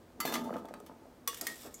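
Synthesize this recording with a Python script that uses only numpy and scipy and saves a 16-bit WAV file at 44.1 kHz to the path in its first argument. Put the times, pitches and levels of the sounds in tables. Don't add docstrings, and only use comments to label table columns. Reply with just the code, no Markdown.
import sys
import numpy as np
from scipy import signal
from scipy.fft import rfft, irfft
from scipy.io import wavfile

SR = 44100
rng = np.random.default_rng(int(sys.argv[2]) if len(sys.argv) > 2 else 0)


def materialize(psi):
    bounded = np.clip(np.atleast_2d(psi).T, -1, 1)
    quanta = np.round(bounded * 32767).astype(np.int16)
    wavfile.write(sys.argv[1], SR, quanta)


def volts_from_db(level):
    exponent = np.asarray(level, float) / 20
    return 10 ** exponent


N = 79380
RING = 13230


def shade(table, hz):
    log_hz, db = np.log(np.array(table)[:, 0]), np.array(table)[:, 1]
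    return np.interp(np.log(hz), log_hz, db)


def curve(table, edge_s):
    t, rows = np.arange(N) / SR, np.array(table)
    inside_s = np.minimum(t - rows[0, 0], rows[-1, 0] - t)
    return volts_from_db(np.interp(t, rows[:, 0], rows[:, 1])) * np.clip(inside_s / edge_s + 1, 0, 1)


def unit(x):
    return x / np.sqrt(np.mean(x ** 2))


def unit_energy(x):
    return x / np.sqrt(np.sum(x ** 2))


def highpass(x, order, hz):
    return signal.sosfilt(signal.butter(order, hz, "high", fs=SR, output="sos"), x)


def ringing(hz, t60):
    t = np.arange(RING) / SR
    return np.sin(2 * np.pi * hz[:, None] * t) * np.exp(-np.log(1000) * t / t60[:, None])


def steel(clear_hz, clear, crowd, crowd_t60_s, count, valley_db=0):
    clear, chance = np.array(clear), rng.random((count, 3))
    low_hz, high_hz = crowd[0][0], min(crowd[-1][0], 16200)
    crowd_hz = low_hz + (np.arange(count) + chance[:, 0]) / count * (high_hz - low_hz)
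    nearest_hz = np.abs(crowd_hz[:, None] - np.array(clear_hz)).min(axis=1)
    apart = np.clip(nearest_hz / 130, 0, 1) * np.clip((5000 - crowd_hz) / 1000, 0, 1)
    crowd_db = shade(crowd, crowd_hz) - 12 + valley_db * apart
    crowd_t60 = crowd_t60_s * 2.5 ** (2 * chance[:, 1] - 1)
    hz = np.r_[clear_hz, crowd_hz]
    rings = ringing(hz, np.r_[clear[:, 1], crowd_t60])
    return hz, np.r_[clear[:, 0], crowd_db], rings, np.arange(len(hz)) >= len(clear)


def struck(body, mix, tilt, spot_hz, spot_db, spot_oct, ring_s, snap=0, clear_db=0):
    hz, db, rings, crowd = body
    t = np.arange(RING) / SR
    spot = spot_db * np.exp(-.5 * (np.log2(hz / spot_hz) / spot_oct) ** 2)
    scatter = 3.5 * mix[0] * (0.72 + 0.76 * crowd)
    gains = volts_from_db(db + tilt * np.log2(hz / 4000) + spot + scatter) * np.sign(mix[1])
    damp = np.log(1000) * t / max(ring_s, .01)
    small = (gains * crowd) @ rings * (1 + snap * np.exp(-t / 0.0087)) * np.exp(-damp)
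    clear = (gains * ~crowd) @ rings * np.exp(-damp / 2.5)
    return small + volts_from_db(clear_db) * clear


def clinks(hits, body):
    out = np.zeros(N + 2 * RING)
    mixes = rng.standard_normal((len(hits), 2, len(body[0])))
    chatters = rng.standard_normal((len(hits), 512))
    for (s, peak_db, tilt, hz, ring_s), mix, chatter in zip(hits, mixes, chatters):
        push = 0.0067 * chatter ** 3 * np.exp(-np.arange(512) / SR / 0.0043)
        push[0] += 1
        tone = struck(body, mix, tilt, hz, 5.5, 0.12, ring_s, snap=1, clear_db=-9)
        y = signal.fftconvolve(tone, push)
        y = y / np.sqrt(np.mean(y[:300] ** 2))
        y[16:19] += np.array([-1, 2, -1])
        start = int(s * SR)
        out[start:start + len(y)] += y * volts_from_db(peak_db - 4) / 1.96
    return out[:N]


def grains(per_s, spread_db):
    chance = rng.random((3, N))
    strength = volts_from_db(-spread_db * np.log(chance[1] + 1e-9))
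    return (chance[0] < per_s / SR) * strength * np.sign(chance[2] - .5)


def rattle(table, body, per_s, tilt, spot_hz, ring_s, spread_db, clear_db):
    out = 0
    for mix in rng.standard_normal((4, 2, len(body[0]))):
        tone = struck(body, mix, tilt, spot_hz, 3.95, 0.15, ring_s, clear_db=clear_db)
        touches = unit(grains(per_s / 4, spread_db)) * curve(table, 0.0033)
        out = out + signal.fftconvolve(touches, unit_energy(tone))[:N] / 2
    return out


def voices(table, stifled):
    out, rows, t = np.zeros(N + RING), np.array(table), np.arange(RING) / SR
    hz, t60 = rows[:, 1], rows[:, 3]
    rings = ringing(hz, t60)
    for side, chance in zip((-1, 1), rng.random((2, len(table)))):
        twin_hz = hz * (1 + side * 60 / 3000 * (.5 + chance))
        rings = rings + side * volts_from_db(-7) * ringing(twin_hz, t60 / 2)
    for (s, _, db, _), ring in zip(table, rings):
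        free_s = min([touch - s for touch in stifled if touch > s + .01] + [1])
        gain = volts_from_db(db - 60 * np.maximum(t - free_s, 0) / 0.063)
        out[int(s * SR):int(s * SR) + RING] += gain * ring * np.clip(t / 0.0021, 0, 1)
    return out[:N]


# frequency in Hz, level in dB.
KITCHEN_TONE = [(12, -36), (25, -5.5), (60, 4), (189, -0.5), (342, 2), (428, -2.5), (479, 1), (2810, -20),
                (15700, -27.5), (16000, -39)]


def kitchen():
    hz = np.maximum(np.arange(N // 2 + 1) * SR / N, 1)
    murmur = irfft(rfft(rng.standard_normal(N)) * volts_from_db(shade(KITCHEN_TONE, hz)), N)
    hum = irfft(rfft(rng.standard_normal(N)) / (1 + ((hz - 246.6) / 12) ** 2), N)
    return unit(murmur) * volts_from_db(-59.5) + unit(hum) * volts_from_db(-67)


def tiled_room(near):
    t, t60_s = np.arange(RING) / SR, 0.25
    tail = rng.standard_normal(RING) * np.exp(-np.log(1000) * t / t60_s) * np.clip(t / 0.0068, 0, 1)
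    tail = signal.lfilter(*signal.butter(1, 6500, fs=SR), tail)
    return volts_from_db(-10.5) * signal.fftconvolve(near, unit_energy(tail))[:N]


MESH_MODE_HZ = [2200, 7252, 7450, 11400]
# level in dB, t60 in seconds.
MESH_MODES = [(-14, .05), (-7, .3), (-8, .3), (-13, .3)]
# frequency in Hz, level in dB.
MESH_CROWD = [(3500, -19), (6000, -6), (7300, 1.5), (8500, -8), (13000, -3.5), (15900, -25)]
# start in seconds, peak in dB, tilt in dB per octave,
# loudest ring in Hz, ring in seconds.
MESH_HITS = [
    (1.7418, -35, 1, 7200, 0.57),
]


def mesh():
    return clinks(MESH_HITS, steel(MESH_MODE_HZ, MESH_MODES, MESH_CROWD, 0.071, count=200))


POT_MODE_HZ = [474, 1125, 1877, 2186, 2433, 2783, 2871, 3436, 3608, 4533, 8800]
# level in dB, t60 in seconds.
POT_MODES = [(-1.5, 0.26), (0, 0.14), (1.5, 0.66), (3, 0.12), (-34, 0.2), (-23, 0.22), (-6, 0.69),
             (6, 0.28), (-10, 0.18), (-7, 0.19), (8.5, 0.087)]
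# frequency in Hz, level in dB.
POT_CROWD = [(530, -38), (900, -8.5), (1810, 1.5), (2600, -3), (5040, -3), (8550, -6), (14400, -3),
             (15900, -10)]
# start in seconds, peak in dB, tilt in dB per octave, loudest ring in Hz, ring in seconds.
POT_HITS = [(1.2754, -19.5, 2, 1140, 0.16), (1.283, -33, -6, 474, 0.066), (1.331, -37, -8, 6000, .02),
            (1.3442, -34.5, 0.5, 7000, 0.028), (1.3465, -42, 1, 7000, 0.016), (1.3731, -38.5, 0, 12000, .1),
            (1.386, -44, 3, 13000, .06), (1.4116, -24.5, 2, 6900, 0.075), (1.4684, -22.5, 1, 1840, 0.13),
            (1.617, -48, 5, 8100, 0.035), (1.672, -42, -11.5, 5750, 0.059)]
# time in seconds, level in dB.
SCRAPE = [
    (1.278, -54),
    (1.39, -53),
    (1.405, -60.5),
    (1.43, -50.5),
    (1.5, -51.5),
    (1.6, -54.5),
    (1.67, -53),
    (1.69, -65.5),
    (1.73, -65),
    (1.8, -61.5),
]
# start in seconds, frequency in Hz, level in dB, t60 in seconds.
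POT_VOICES = [(1.2754, 1125, -36, 0.12), (1.2754, 2840, -50, 0.28), (1.2754, 3440, -34, 0.051),
              (1.2754, 6000, -35, 0.055), (1.2754, 8780, -37.5, 0.11), (1.2754, 12760, -44, 0.09),
              (1.4116, 3440, -53.5, 0.047), (1.4116, 6977, -50, 0.048), (1.4116, 8242, -40.5, 0.061),
              (1.4684, 1879, -42, 0.22), (1.473, 2186, -46, 0.08), (1.4684, 4300, -39.5, 0.034),
              (1.4684, 8845, -46, .2), (1.7418, 2200, -55, 0.037)]
POT_STIFLED = [1.5, 1.7, 1.52]


def pot():
    body = steel(POT_MODE_HZ, POT_MODES, POT_CROWD, 0.07, count=420, valley_db=-4)
    scrape = rattle(SCRAPE, body, per_s=2100, tilt=0.37, spot_hz=8000, ring_s=0.0087, spread_db=1.0, clear_db=-15)
    return clinks(POT_HITS, body) + scrape + voices(POT_VOICES, POT_STIFLED)


PLATE_MODE_HZ = [948, 1226, 1308, 1649, 1697, 2036, 2567, 2944, 3582, 4544, 6050]
# level in dB, t60 in seconds.
PLATE_MODES = [(4, 0.081), (21.5, 0.11), (-12, 0.15), (6, 0.2), (-6, 0.21), (1, 0.77), (-9, 0.48),
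               (5, 0.41), (2, 0.52), (4, 0.23), (2, 0.12)]
# frequency in Hz, level in dB.
PLATE_CROWD = [(410, -48), (700, 7), (2020, 2), (3240, -1), (4380, -5.5), (9000, -8), (12000, -7.5),
               (15900, -14)]
# start in seconds, peak in dB, tilt in dB per octave, loudest ring in Hz, ring in seconds.
PLATE_HITS = [(.2028, -22.5, 2.5, 2040, 0.078), (.2517, -28.5, 1, 3582, 0.45), (.276, -31.5, 0, 1630, 0.14),
              (.324, -31.5, -0.5, 12500, 0.11), (.3388, -23, 1.4, 6500, 0.15),
              (.355, -26.5, -0.5, 2150, 0.076), (.5395, -38, -5, 1560, 0.039),
              (.5665, -37.5, -2.5, 3730, 0.025), (.6543, -44, -0.5, 3420, 0.018),
              (.6852, -43, -2.5, 5800, 0.059), (.7391, -38, -1, 3950, 0.02), (.8014, -49, 5, 8800, 0.028),
              (.8633, -45, 3, 3230, 0.11), (1.1477, -61, 1, 2350, 0.041)]
# time in seconds, level in dB.
POUR = [
    (.205, -47),
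    (.245, -54.5),
    (.26, -43),
    (.29, -47),
    (.32, -45.5),
    (.36, -50.5),
    (.43, -59.5),
    (.58, -63),
    (.62, -93),
]
# start in seconds, frequency in Hz, level in dB, t60 in seconds.
PLATE_VOICES = [(.2028, 953, -44.5, 0.18), (.2028, 1314, -35, 0.12), (.2028, 2040, -43, .5),
                (.2028, 3020, -46, .1), (.2028, 4544, -41.5, 0.17), (.2028, 7251, -45, 0.09),
                (.2028, 11270, -34, 0.074), (.2028, 12180, -43, .09), (.2028, 15470, -42, .1),
                (.2517, 1061, -46.5, 0.4), (.2517, 2562, -53, 0.33), (.2517, 4231, -43.5, 0.19),
                (.2517, 5986, -52, 0.55), (.2517, 7418, -51, .14), (.2517, 11980, -41, 0.21),
                (.2517, 14220, -48, .11), (.2517, 15390, -49, 0.33), (.264, 3585, -45, .6),
                (.272, 1690, -41.5, 0.38), (.3388, 1217, -46, 0.049), (.3388, 2051, -36, 0.096),
                (.3388, 2945, -44, 0.22), (.3388, 3451, -47, 0.31), (.3388, 4084, -40.5, .1),
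                (.3388, 6100, -41, .08), (.3388, 11790, -43, 0.11), (.357, 1200, -29, 0.045)]
PLATE_STIFLED = [0.26, .337, 0.38]


def plate():
    body = steel(PLATE_MODE_HZ, PLATE_MODES, PLATE_CROWD, 0.94, count=420, valley_db=-4)
    pour = rattle(POUR, body, per_s=900, tilt=1.7, spot_hz=3582, ring_s=0.11, spread_db=4.0, clear_db=-11.5)
    return clinks(PLATE_HITS, body) + pour + voices(PLATE_VOICES, PLATE_STIFLED)


LOADED_MODE_HZ = [183, 240, 269, 324, 448, 580, 642]
# level in dB, t60 in seconds.
LOADED_MODES = [(3.5, 0.039), (-3, 0.48), (-2.5, 0.11), (0, 0.053), (0, 0.069), (-16, 0.018), (1.5, 0.024)]
# frequency in Hz, level in dB.
LOADED_CROWD = [(94, -29), (160, -2), (1190, 0.5), (1820, -19), (2000, -32), (2600, -57), (4400, -120)]
# start in seconds, peak in dB, loudest ring in Hz.
CUBES = [(.003, -41, 245), (.2517, -17.5, 574), (.304, -28, 300), (.324, -24, 323), (0.315, -34.5, 503),
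         (0.261, -29, 445), (.283, -26.5, 450), (.42, -27.5, 607), (.578, -34, 1170), (0.597, -35, 277),
         (0.621, -37, 334), (.201, -31.5, 260), (.355, -24.5, 650), (0.38, -24.5, 520), (.392, -27, 366),
         (.444, -32.5, 344), (.4735, -29, 610), (.493, -27, 1290), (0.506, -22, 535), (.528, -25, 300),
         (0.547, -24, 340), (.559, -24, 790), (.568, -27.5, 750), (.648, -30.5, 620), (.709, -28.5, 650),
         (.739, -30.5, 910), (0.804, -35, 460), (0.837, -37.5, 497), (0.896, -31, 860), (.916, -35, 740),
         (1.055, -38.5, 615), (1.422, -32, 344), (1.474, -38, 520)]
# time in seconds, level in dB.
TUMBLE = [
    (0, -63),
    (.06, -81.5),
    (.24, -45.5),
    (.26, -40.5),
    (.4, -43.5),
    (.57, -49),
    (.62, -50.5),
    (1.0, -61.5),
    (1.3, -69),
]
# time in seconds, level in dB.
SHIFT = [
    (1.28, -66),
    (1.39, -65),
    (1.42, -46),
    (1.49, -54.5),
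    (1.55, -60.5),
    (1.62, -56),
    (1.66, -49),
    (1.72, -67),
    (1.8, -63.5),
]


def potatoes():
    loaded = steel(LOADED_MODE_HZ, LOADED_MODES, LOADED_CROWD, 0.088, count=40)
    soft_push = np.hanning(18)
    thuds = np.zeros(N + RING)
    mixes = rng.standard_normal((len(CUBES), 2, len(loaded[0])))
    for (s, peak_db, hz), mix in zip(CUBES, mixes):
        tone = struck(loaded, mix, 3.64, hz, spot_db=9.5, spot_oct=0.23, ring_s=0.028)
        y = signal.fftconvolve(tone, soft_push)[:RING]
        thuds[int(s * SR):int(s * SR) + RING] += y * volts_from_db(peak_db - 4.5) / np.abs(y).max()
    roll = rattle(TUMBLE, loaded, per_s=240, tilt=0.14, spot_hz=300, ring_s=0.22, spread_db=3.0, clear_db=-1)
    shift = rattle(SHIFT, loaded, per_s=240, tilt=3.1, spot_hz=650, ring_s=0.038, spread_db=2.0, clear_db=-3.5)
    rolling = signal.fftconvolve(roll + shift, soft_push / 8.4)[:N]
    return highpass(thuds[:N] + rolling, 4, 166)


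def scene():
    near = highpass(plate() + pot() + mesh(), 2, 400) + potatoes()
    return (near + tiled_room(near) + kitchen())[None]


def top_cut(x):
    return signal.sosfilt(signal.butter(12, 16970, fs=SR, output="sos"), x)


def record(dry):
    port_hz, port_width_hz = 10500, 1000
    dip = signal.lfilter(*signal.iirpeak(port_hz, port_hz / port_width_hz, fs=SR), dry)
    top = signal.butter(10, 16300, fs=SR, output="sos")
    heard = signal.sosfilt(top, dry - 0.42 * dip)
    return top_cut(heard)


dry = scene()
out = record(dry)
materialize(out)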